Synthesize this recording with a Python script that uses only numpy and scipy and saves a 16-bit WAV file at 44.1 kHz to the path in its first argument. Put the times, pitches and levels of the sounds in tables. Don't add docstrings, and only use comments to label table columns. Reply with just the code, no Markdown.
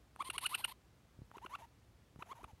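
import sys
import numpy as np
from scipy import signal
from scipy.fft import rfft, irfft, next_fast_len
from scipy.io import wavfile
from scipy.ndimage import map_coordinates

SR = 44100
rng = np.random.default_rng(int(sys.argv[2]) if len(sys.argv) > 2 else 0)


def master(y):
    cut = np.clip(np.atleast_2d(y).T, -1, 1)
    pcm = np.round(cut * 32767)
    wavfile.write(sys.argv[1], SR, pcm.astype(np.int16))


N = 114660
TOP_HZ = 15900
RASP_PULSING = 1.2

# frequency_hz, gain_db
WHINE_THROAT = [(1600, -0.5), (2400, -2.5), (3200, -1.5), (4100, -7), (5200, -20), (7600, -14.5),
                (9000, -30), (11000, -34), (14000, -30)]
# start_s, length_s, first_pitch_hz, last_pitch_hz, first_level_db, last_level_db, rasp_db
WHINES = [ (0.193, 0.0152, 806, 1070, -53.5, -37.5, -65.5), (0.207, 0.0094, 1124, 1250, -40.5, -41, -63),
          (.248, .038, 940, 1100, -57, -48, -53), (0.335, 0.014, 883, 1010, -59, -50, -52),
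          (.353, .011, 1040, 1130, -48, -47, -53), (0.413, 0.028, 896, 1070, -59.5, -46.5, -50),
          (0.434, 0.017, 1006, 1306, -53.5, -43.5, -47), (0.494, 0.045, 834.4, 1172, -60, -50, -50.5),
          (0.58, .019, 1090, 805, -63, -60.5, -50), (0.595, 0.018, 820, 1090, -62.5, -53, -52),
          (0.614, 0.021, 1570, 1624, -66, -62, -59.5), (.680, .021, 1020, 860, -54, -57, -52),
          (0.705, 0.0189, 883, 1113, -65, -50.5, -55.5), (1.341, .020, 810, 970, -62, -50, -70),
          (1.418, .030, 780, 1030, -60, -48, -69), (1.497, .045, 879, 1085, -61, -49, -62.5),
          (1.538, 0.018, 1146, 1243, -43, -47.5, -64), (1.588, 0.033, 852.4, 651, -61, -65, -62),
          (1.621, 0.034, 978, 883, -55, -58.5, -68), (2.192, 0.025, 773, 1017, -67, -52.5, -65.5),
          (2.260, 0.025, 755, 674, -67, -66, -68), (2.289, 0.034, 857, 1190, -62, -43, -63.5),
          (2.354, 0.033, 969, 976, -65, -58.5, -67), (2.391, 0.031, 675, 1020, -61.5, -62, -69),
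          (2.481, 0.035, 910, 802, -60.5, -66.5, -70)]


def whines():
    out, t = np.zeros(N), np.arange(-SR // 50, SR // 10) / SR
    for start, length, first_hz, last_hz, first_db, last_db, rasp_db in WHINES:
        progress = np.clip(t / length, 0, 1)
        outside_s = t - progress * length
        db = first_db + (last_db - first_db) * progress
        jitter = 0.025 * amp(0.6 * (-52 - db))
        waver = np.exp(jitter * wobble(t, per_s=603) + 0.025 * wobble(t, per_s=68.6))
        pitch = (first_hz + (last_hz - first_hz) * progress) * waver
        phase = 2 * np.pi * np.cumsum(pitch) / SR
        level = amp(db + 0.7 * wobble(t, per_s=400)) * swell(outside_s, 0.0015)
        overtones_db = 0.64 * (rasp_db + 39.5) + 2 * (progress - 0.5)
        tone = np.sqrt(2) * (np.cos(phase) + amp(overtones_db) * overtones(phase, pitch, WHINE_THROAT))
        bursts = rng.standard_normal(len(t)) * np.exp(RASP_PULSING * np.cos(phase))
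        rasp_level = amp(rasp_db - 3.5 * (2 * progress - 1) ** 2) * swell(outside_s, 0.0048)
        add(out, start + t[0], level * tone + rasp_level * rasp(bursts, start))
    return out


# frequency_hz, gain_db
CHIRP_THROAT = [(1200, 11), (2200, 1.5), (2900, 6), (3500, -4), (4400, -15), (6000, -26.5)]
# frequency_hz, gain_db
CHIRP_TREBLE = [(5500, -28), (7400, -61), (8700, 2.5), (10000, -7), (11800, -21.5), (15000, -49)]
# peak_s, rise_s, top_pitch_hz, level_db, overtones_db, treble_db
CHIRPS = [ (0.2216, 0.01, 1220, -43.5, -8, -13), (0.3018, 0.0022, 1360, -43, 0.5, 3),
          (0.3816, 0.0014, 1460, -43, 4.5, 4.5), (.4630, 0.012, 1490, -43.5, 6.5, 8.5),
          (0.5494, 0.029, 1470, -44, 7, 8.5), (.6470, 0.0072, 1460, -43, 6.5, 6.5),
          (1.3819, 0.0005, 1300, -49.5, -10.5, -26), (1.4634, 0.0024, 1380, -46, -7.5, -25),
          (1.554, 0.0036, 1390, -43, -8.5, -23), (2.2249, 0.0016, 1270, -42.5, -10.5, -27.5),
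          (2.3280, 0.0046, 1130, -49, -15.5, -27), (2.443, 0.0016, 1290, -45, -13.5, -18.5)]


def chirps():
    climb_hz_per_s, collapse_s, collapse_share = 16000, 0.00442, 0.584
    ring_hz, ring_width_hz, ring_db = 2720, 290, 10
    out, t = np.zeros(N), np.arange(-SR // 20, SR // 20) / SR
    before, after = np.minimum(t, 0), np.maximum(t, 0)
    for peak, rise, top_hz, db, overtones_db, treble_db in CHIRPS:
        climb = np.maximum(top_hz + climb_hz_per_s * before, top_hz / 2)
        collapse = 1 - collapse_share * (1 - swell(after, collapse_s))
        pitch = climb * collapse * (1 + 0.036 * wobble(t, per_s=702))
        phase = 2 * np.pi * np.cumsum(pitch) / SR
        middle = amp(overtones_db) * swell(t, 0.0063, 0.0058) * overtones(phase, pitch, CHIRP_THROAT)
        treble_level = amp(treble_db) * swell(t - 0.0011, 0.0037, 0.0027)
        treble = treble_level * overtones(phase, pitch, CHIRP_TREBLE)
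        level = np.exp(-(before / rise) ** 4) * swell(after, 0.005)
        tone = np.sqrt(2) * level * (np.cos(phase) + middle + treble)
        bursts = rng.standard_normal(len(t)) * np.exp(RASP_PULSING * np.cos(phase))
        bursts = filtered(bursts, lambda hz: amp(ring_db * swell(hz - ring_hz, ring_width_hz)))
        puff = rasp(bursts, peak) * swell(t - 0.0013, 0.0012, 0.0093)
        puff_db = -5.5 + (overtones_db + treble_db) / 2
        add(out, peak + t[0], amp(db) * (tone + amp(puff_db) * puff))
    return out


def overtones(phase, pitch, throat):
    shifts = rng.uniform(0, 2 * np.pi, 16)
    return sum(colour(throat, k * pitch) * (k * pitch < TOP_HZ) * np.cos(k * phase + shifts[k])
               for k in range(2, 16))


# frequency_hz, gain_db
OPEN_MOUTH = [(400, -11), (900, -2.5), (1600, -10.5), (2600, -1.5), (4300, -2), (5400, -16), (7600, -20.5),
              (8600, -2), (10200, -6.5), (12300, -6.5), (15000, -34)]
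# frequency_hz, gain_db
NEARLY_SHUT_MOUTH = [(400, 0.5), (1100, 8), (1700, 3.5), (2500, 1), (5000, -13), (6300, -3), (8600, -15.5),
                     (10700, -4.5), (16000, -20)]
# time_s, frequency_hz
MOUTH_RING = [(.25, 9400), (.55, 11600)]


def rasp(noise, time_s):
    open_until_s, ring_db, ring_width_hz = 1, 9, 650
    if time_s > open_until_s:
        return unit(filtered(noise, lambda hz: colour(NEARLY_SHUT_MOUTH, hz)))
    ring_hz = np.interp(time_s, *np.transpose(MOUTH_RING))
    return unit(filtered(
        noise, lambda hz: colour(OPEN_MOUTH, hz) * amp(ring_db * swell(hz - ring_hz, ring_width_hz))))


# start_s, level_db
CLICKS = [(.1620, -36), (1.3151, -37), (2.1600, -46)]


def mouth_clicks():
    out, t = np.zeros(N), np.arange(-SR // 50, SR // 50) / SR
    for start, db in CLICKS:
        add(out, start, amp(db) * knock(hz=1160, fade_s=0.0042, attack_s=0.00015))
        hiss = swell(t, 0.0025, 0.00125) * rasp(rng.standard_normal(len(t)), start)
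        add(out, start + t[0], amp(db - 27) * hiss)
    return out


# start_s, level_db
GRUNTS = [(0.21, -48.5), (0.2915, -44), (.370, -51), (1.370, -45), (1.4505, -44), (2.221, -48.5),
          (2.315, -49.5), (2.433, -47.5)]


def throat_grunts():
    out, t = np.zeros(N), np.arange(-SR // 50, SR // 50) / SR
    for start, db in GRUNTS:
        hz = 385 * np.exp(0.068 * rng.standard_normal())
        add(out, start, amp(db) * knock(hz, fade_s=0.028, attack_s=0.00013))
        hiss = swell(t, 0.0041, 0.0082) * rasp(rng.standard_normal(len(t)), start)
        add(out, start + t[0], amp(db - 15.5) * hiss)
    return out


# start_s, level_db, pitch_hz
BUMPS = [(1.19, -45, 123), (1.2183, -41, 127), (2.161, -47, 142), (2.190, -46.5, 158), (2.446, -44, 61),
         (2.533, -48, 94)]


def bedding_bumps():
    out = np.zeros(N)
    for start, db, hz in BUMPS:
        thud = knock(hz, fade_s=0.045, attack_s=0.00032)
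        tap = amp(0.5) * knock(1.58 * hz, fade_s=0.012, attack_s=0.00035)
        add(out, start, amp(db) * (thud + tap))
    return out


def room_echo(x):
    echo_db, fade_s = -30, 0.12
    t = np.arange(SR // 3) / SR
    tail = rng.standard_normal(len(t)) * amp(-60 * t / fade_s) * (1 - np.exp(-t / 0.012))
    tail = filtered(tail, lambda hz: colour([(3000, 1.5), (12000, -19)], hz))
    return amp(echo_db) * signal.fftconvolve(x, tail / np.linalg.norm(tail))[:N]


# frequency_hz, gain_db
ROOM_NOISE = [(25, -16.5), (60, 1.5), (200, -10), (500, -18), (1500, -24.5), (6000, -33), (15800, -41.5)]


def room_noise():
    noise_db, hum_db, hum_hz = -66, -76.5, 112.8
    noise = unit(filtered(rng.standard_normal(N), lambda hz: colour(ROOM_NOISE, hz)))
    hum = np.sqrt(2) * np.sin(2 * np.pi * hum_hz * np.arange(N) / SR)
    return amp(noise_db) * noise + amp(hum_db) * hum


def knock(hz, fade_s, attack_s):
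    t = np.arange(SR // 5) / SR
    return np.sin(2 * np.pi * hz * t) * amp(-60 * t / fade_s) * (1 - np.exp(-t / attack_s))


def amp(db):
    return 10 ** (np.asarray(db) / 20)


def unit(x):
    return x / np.sqrt(np.mean(x ** 2) + 1e-20)


def colour(points, hz):
    points_hz, db = np.transpose(points)
    return amp(np.interp(np.log(hz + 1), np.log(points_hz), db))


def filtered(x, gain):
    size = next_fast_len(2 * len(x))
    return irfft(rfft(x, size) * gain(np.fft.rfftfreq(size, 1 / SR)), size)[:len(x)]


def wobble(t, per_s):
    return map_coordinates(rng.standard_normal(SR // 100), [(t - t[0]) * per_s], mode="mirror")


def swell(x, rise, fall=None):
    return np.exp(-(x / np.where(x < 0, rise, fall or rise)) ** 2)


def add(out, start, x):
    part = out[round(start * SR):][:len(x)]
    part += x[:len(part)]


def scene():
    near = whines() + chirps() + mouth_clicks() + throat_grunts() + bedding_bumps()
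    return (near + room_echo(near) + room_noise())[None]


def record(dry):
    bass_cut = [(20, -41.5), (45, -0.5)]  # frequency_hz, gain_db
    return np.array([filtered(x, lambda hz: colour(bass_cut, hz) * (hz < TOP_HZ)) for x in dry])


dry = scene()
out = record(dry)
master(out)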